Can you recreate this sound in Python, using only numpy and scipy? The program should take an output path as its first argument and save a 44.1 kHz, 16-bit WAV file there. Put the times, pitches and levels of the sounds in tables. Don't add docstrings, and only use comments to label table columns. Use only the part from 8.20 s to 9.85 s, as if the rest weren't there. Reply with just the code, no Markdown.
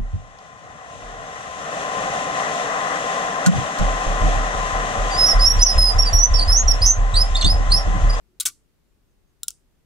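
import sys
import numpy as np
from scipy import signal
from scipy.fft import rfft, irfft, next_fast_len
from scipy.io import wavfile

SR = 44100
rng = np.random.default_rng(int(sys.argv[2]) if len(sys.argv) > 2 else 0)


def unload_audio(sound):
    columns = np.transpose(np.atleast_2d(sound))
    steps = np.round(np.clip(columns, -1, 1) * 32767)
    wavfile.write(sys.argv[1], SR, steps.astype(np.int16))


def rack_gain(trim_db):
    fader = np.asarray(trim_db, float)
    return 10 ** (fader / 20)


N = 72765
BURST = SR // 8


def unit(x):
    return x / np.sqrt(np.mean(x ** 2) + 1e-20)


def along(points, hz):
    f, value = np.transpose(points)
    return np.interp(np.log(hz + 1), np.log(f + 1), value)


def filtered(x, response):
    size = next_fast_len(x.shape[-1] + 8192)
    spectrum = rfft(x, size) * response(np.fft.rfftfreq(size, 1 / SR))
    return irfft(spectrum, size)[..., :x.shape[-1]]


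def add(out, s, sound):
    part = out[:, round(s * SR):][:, :sound.shape[1]]
    part += sound[:, :part.shape[1]]


def ports(n):
    mono_hz, side_share = 3800, .6
    mid, side = rng.standard_normal((2, n))
    side = filtered(side, lambda hz: side_share / np.sqrt(1 + (mono_hz / (hz + 1)) ** 8))
    return np.array([mid + side, mid - side])


def edge(x, over_db):
    edge_hz, slope_hz = 15800, 120

    def response(hz):
        return rack_gain(over_db / (1 + np.exp(np.clip((edge_hz - hz) / slope_hz, -30, 30))))

    return filtered(x, response)


def background():
    # f/Hz, level/dB per Hz
    hiss = [(12, -31), (22, 2.5), (36, -2), (50, 2), (75, -7.5), (300, -13.5), (390, -15.5), (650, -24.5),
            (16000, -39)]
    # f/Hz, correlation
    alike = [(60, 0.1), (240, 0.23), (950, 0.28), (3770, -0.016), (15000, 0.24)]
    # f/Hz, L-R/dB
    tilt = [(60, 4), (380, 0), (2380, 0), (15000, 0.5)]
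    # t/s, length/s, f/Hz, width/Hz, level/dB
    far = [
        (0.019, 0.23, 363, 30.5, -74.5),
        (0.659, 0.085, 7200, 300, -86),
        (0.853, 0.097, 6400, 401.6, -85.5),
        (1.052, 0.0745, 6460, 300, -84.5),
    ]
    hiss_db = -65.5

    def mid_side(hz):
        angle = np.arccos(np.clip(along(alike, hz), -1, 1)) / 2
        return rack_gain(along(hiss, hz)) * [np.cos(angle), np.sin(angle)]

    mid, side = filtered(rng.standard_normal((2, N)), mid_side)
    pair = np.array([mid + side, mid - side])
    pair = filtered(pair, lambda hz: rack_gain(along(tilt, hz) * [[.5], [-.5]]))
    out = rack_gain(hiss_db) * pair / np.std(pair.mean(axis=0))
    t = np.arange(SR // 4) / SR
    for s, length, hz, width, db in far:
        noise = filtered(rng.standard_normal((1, len(t))), lambda f: np.exp(-((f - hz) / width) ** 2))
        swell = np.sin(np.pi * np.minimum(t / length, 1))
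        add(out, s, rack_gain(db) * unit(noise) * swell)
    return out


def tail(x, decay, delay_s, tone):
    hz, t, z = signal.stft(ports(SR // 2), SR, nperseg=64)
    level_db = along(tone, hz)[:, None] - 60 * t / along(decay, hz)[:, None]
    answer = signal.istft(z * rack_gain(level_db), SR, nperseg=64)[1]
    answer = answer / np.linalg.norm(answer) * np.sqrt(2)
    answer = np.pad(answer, ((0, 0), (round(delay_s * SR), 0)))
    return signal.fftconvolve(x, answer, axes=1)[:, :N]


def space(x, broad):
    # delay/s, level/dB
    echoes = [
        (.0018, -19),
        (.0031, -20),
        (.0095, -26),
    ]
    # f/Hz, T60/s
    scatter = [(1000, 0.06), (4000, 0.042), (9000, 0.012), (16000, 0.025)]
    # f/Hz, T60/s
    room = [(500, 0.25), (3000, 0.15), (7000, 0.26), (11000, 0.21), (16000, 0.13)]
    # f/Hz, level/dB
    room_tone = [(800, -6), (3000, 2), (7000, -7), (16000, -3)]
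    scatter_db, room_db = -11, -21
    out = x.copy()
    for s, db in echoes:
        for ch in (0, 1):
            add(out[ch:ch + 1], s + .00004 * ch, rack_gain(db) * x[ch:ch + 1])
    near = rack_gain(scatter_db) * tail(x, scatter, 0.0011, [(1000, 0)])
    return out + near + rack_gain(room_db) * tail(broad, room, 0.007, room_tone)


def ring(modes, ratio, attack_s, scatter_db, spread, detune=0, frame_db=0):
    disc_low_hz, disc_high_hz = 4600, 14000
    ratio = np.clip(ratio, .85, 1.12)
    spread_db = 4
    hz, db, t60 = np.transpose(modes)[:, :, None]
    t = np.arange(BURST) / SR
    draw = rng.standard_normal((4, len(hz), 1))
    apart = spread * (hz / 8000) ** 2 * np.array([1, -1])[:, None, None]
    low = hz < disc_low_hz
    level_db = db + frame_db * low + scatter_db * draw[0] + spread_db * apart * draw[1]
    gain = rack_gain(level_db - 60 * t / t60)
    tuned = np.where(~low & (hz < disc_high_hz), hz * ratio, hz) * (1 + detune * draw[3])
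    waves = gain * np.sin(2 * np.pi * tuned * t + apart * draw[2])
    return waves.sum(axis=1) * (1 - np.exp(-(t / attack_s) ** 2))


def thump():
    # f/Hz, level/dB, T60/s
    table_modes = [(64, -56, 0.22), (135.2, -53, 0.19), (217, -55.5, 0.18), (300, -57.5, 0.27)]
    out = np.zeros((2, N))
    add(out, .256, ring(table_modes, 1, .008, scatter_db=0, spread=400))
    return out


def crack(hz, cycles):
    t = np.arange(BURST) / SR - cycles / hz
    snap = -np.cos(2 * np.pi * hz * t) * np.exp(-(t * hz / (0.62 * cycles)) ** 2)
    return signal.sosfilt(signal.butter(3, 2200, "high", fs=SR, output="sos"), snap)


def rattle(attack_s, t60, ratio):
    # f/Hz, level/dB per Hz
    pivot = [(1000, -48.5), (2200, -19.5), (3500, -1), (6000, -1.5), (9000, -0.5), (12000, -6),
             (15500, -4.5), (16300, -35.5)]
    t = np.arange(BURST) / SR
    noise = unit(filtered(ports(len(t)), lambda hz: rack_gain(along(pivot, hz / ratio))))
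    return noise * rack_gain(-60 * t / t60) * (1 - np.exp(-(t / attack_s) ** 2))


def contacts(rows, modes, lone_modes, ring_db, attack_s, crack_db, crack_hz, board_db, rattle_db, t60,
             frame=None):
    # f/Hz, level/dB, T60/s
    board_modes = [(1165, -27.5, 0.072), (1412, -24.5, 0.041), (1482.6, -26.5, .06), (783, -50, 0.07),
                   (1703, -35, .025), (2000.6, -23, .025), (2283, -24.5, 0.04), (2883, -27.5, 0.008)]
    # f/Hz, level/dB, T60/s
    middle_modes = [(1385, -24, 0.022), (1128, -42, 0.02), (2467, -36, 0.016), (2894, -36, .012)]
    alone_s = 1
    dullest = .75
    ring_room_db = -9
    out, broad = np.zeros((2, 2, N))
    if frame is None:
        frame = np.zeros(len(rows))
    for (s, db, ratio, pan_db), frame_db in zip(rows, frame):
        many = s < alone_s
        detune = .025 * many
        disc = ring(modes if many else lone_modes, ratio, attack_s, 1 + 3 * many, .3, detune, frame_db)
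        disc = rack_gain(ring_db) * disc
        board = ring(board_modes if many else middle_modes, 1, 0.0011, scatter_db=1.5, spread=1.5,
                     detune=detune / 2)
        board = rack_gain(board_db) * board
        pitch = max(ratio, dullest)
        pan = rack_gain(pan_db * np.array([[.5], [-.5]]))
        snap = rack_gain(crack_db) * crack(crack_hz * pitch, cycles=1.3)
        snap = snap + rack_gain(rattle_db) * rattle(attack_s, t60, pitch)
        add(out, s, rack_gain(db) * (board + pan * (disc + snap)))
        add(broad, s, rack_gain(db) * (snap + rack_gain(ring_room_db) * (disc + board)))
    return space(out, broad)


def discs():
    # t/s, level/dB, pitch ratio, L-R/dB
    kicks = [
        (.1995, -23, .95, 1.5),
        (.2012, -21, .9, 1.5),
        (.2036, -22, 1.03, 2),
        (.2052, -22, 0.98, 3),
        (.2064, -16, .97, 2),
        (.2079, -22, 0.97, 2.5),
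        (.2092, -23, 1.05, 1.5),
        (.2107, -23, 1.12, 2),
        (.2121, -27, 1.06, 1),
        (1.2323, -20, 1.001, 2),
    ]
    # t/s, level/dB, pitch ratio, L-R/dB
    chatter = [(.2143, -32, 1.4, -0.5), (.2170, -34, 0.64, 1), (.2198, -31, 0.56, -0.1),
               (.2228, -33.5, 1.3, 0.5), (.2262, -34.5, 1.3, 1), (.2292, -34, 0.57, 1),
               (.2312, -34.5, 1.4, 0.3), (.2338, -40.5, 0.9, 2), (.2712, -19.5, 0.92, 2),
               (.2735, -23, 1.14, 0.5), (.2945, -36.5, 0.71, 3), (.2995, -39.5, 0.74, -0.5)]
    # t/s, level/dB, pitch ratio, L-R/dB
    slaps = [
        (.2548, -8.5, 1.03, 2),
        (.2573, -8, .97, 2),
        (.2585, -7.5, 1.05, 1.5),
        (.2596, -5.5, 1.04, 2.5),
        (.2619, -5, .96, 2),
        (.2634, -9.5, 1.02, 2),
        (.2659, -8, 1.06, 1.5),
        (.2666, -10.5, .95, 3),
        (.2687, -7, .98, 2),
        (1.2826, -5, 1, 1.5),
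    ]
    # t/s, level/dB, pitch ratio, L-R/dB
    bounces = [
        (.2765, -26.5, 0.92, 2),
        (.2801, -19, 1.1, 3.5),
        (.2822, -25, 0.79, 1.5),
        (.2857, -28, 0.95, 2.5),
        (.2868, -21, .99, 1),
        (.2885, -28.5, 0.77, 2.5),
        (.2915, -28.5, .9, 0.5),
        (.3025, -42, 1.2, 2),
        (1.3054, -22, 1.05, 2.5),
        (1.3145, -39.5, 0.73, -3),
    ]
    # f/Hz, level/dB, T60/s
    kick_modes = [(3790, -3, 0.008), (4150, -7, 0.0076), (5060, -15, 0.016), (6090, -9.5, .012),
                  (7365, -17.5, 0.05), (7800, -2, .013), (9510, 0.5, .01), (10000, -3.5, 0.01),
                  (10810, -5, 0.018), (11570, -11.5, 0.01), (14300, -15.5, 0.009), (15350, -8.5, 0.0083)]
    # f/Hz, level/dB, T60/s
    lone_kick = [(1400, -20.5, 0.049), (3896, -3, 0.012), (4070, -3.5, 0.01), (5270, -14.5, 0.011),
                 (5820, -12.5, 0.014), (5900, -13.5, 0.012), (7330, -11, .04), (7450, -2.5, 0.016),
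                 (7640, -12.5, 0.029), (9220, -6, 0.01), (9420, -0.5, 0.0096), (10660, -6.5, 0.012),
                 (10880, -6, 0.0092), (15500, 1, .01)]
    # f/Hz, level/dB, T60/s
    slap_modes = [(3330, -5.5, 0.013), (3600, -2.5, 0.01), (4400, -12, .008), (5540, -4.5, 0.011),
                  (6320, -3, 0.027), (7200, -1.5, 0.0073), (8260, 0.5, 0.022), (9178, -3, 0.0099),
                  (9070, -4.5, .007), (11950, -3.5, 0.015), (13270, -12, 0.01), (15200, -13.5, 0.0088)]
    # f/Hz, level/dB, T60/s
    face_modes = [(3208, -7, 0.013), (4340, -8.5, 0.008), (5310, -4.5, 0.0049), (5900, -3, 0.015),
                  (6430, -10.5, .01), (7870, -10, 0.007), (8400, -15, 0.0051), (9500, -21, 0.0096),
                  (10360, -5, 0.005), (11040, -1.5, 0.0074), (12200, -13, .01), (12900, -17, 0.0069),
                  (15200, -22, .008)]
    kick_frame = [2.5, -1.5, -1.5, 3, 0.5, -3.5, 0.5, 0.5, -3.5, -3.6]
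    slap_frame = [2, 3, 6, 0, -3, -6, -4, -4, -1, 0]
    graze_s, graze_db = .0024, -23
    grazes = [(s - graze_s, db + graze_db, ratio, pan) for s, db, ratio, pan in slaps]
    out = contacts(kicks, kick_modes, lone_kick, ring_db=-0.06, attack_s=.00035, crack_db=-7.5,
                   crack_hz=7160, board_db=-6.5, rattle_db=-6.5, t60=0.014, frame=kick_frame)
    out += contacts(chatter, slap_modes, face_modes, ring_db=-16, attack_s=0.00036, crack_db=-10,
                    crack_hz=4060, board_db=0, rattle_db=-3.0, t60=0.0264)
    out += contacts(grazes, slap_modes, face_modes, ring_db=-14, attack_s=0.00028, crack_db=-10.5,
                    crack_hz=7000, board_db=-20, rattle_db=-11.5, t60=0.024)
    out += contacts(slaps, slap_modes, face_modes, ring_db=-15.5, attack_s=0.0002, crack_db=1.78,
                    crack_hz=8080, board_db=-7.5, rattle_db=-19, t60=.022, frame=slap_frame)
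    out += contacts(bounces, slap_modes, face_modes, ring_db=-15, attack_s=0.0003, crack_db=1.5,
                    crack_hz=7405, board_db=-6.0, rattle_db=-13.5, t60=0.013)
    return out


def scene():
    quiet = edge(background(), over_db=-30)
    clicks = edge(discs(), over_db=-10.5)
    return quiet + thump() + clicks


def roll_off(x):
    return signal.sosfilt(signal.butter(12, 17000, fs=SR, output="sos"), x)


def record(dry):
    return roll_off(dry)


dry = scene()
out = record(dry)
unload_audio(out)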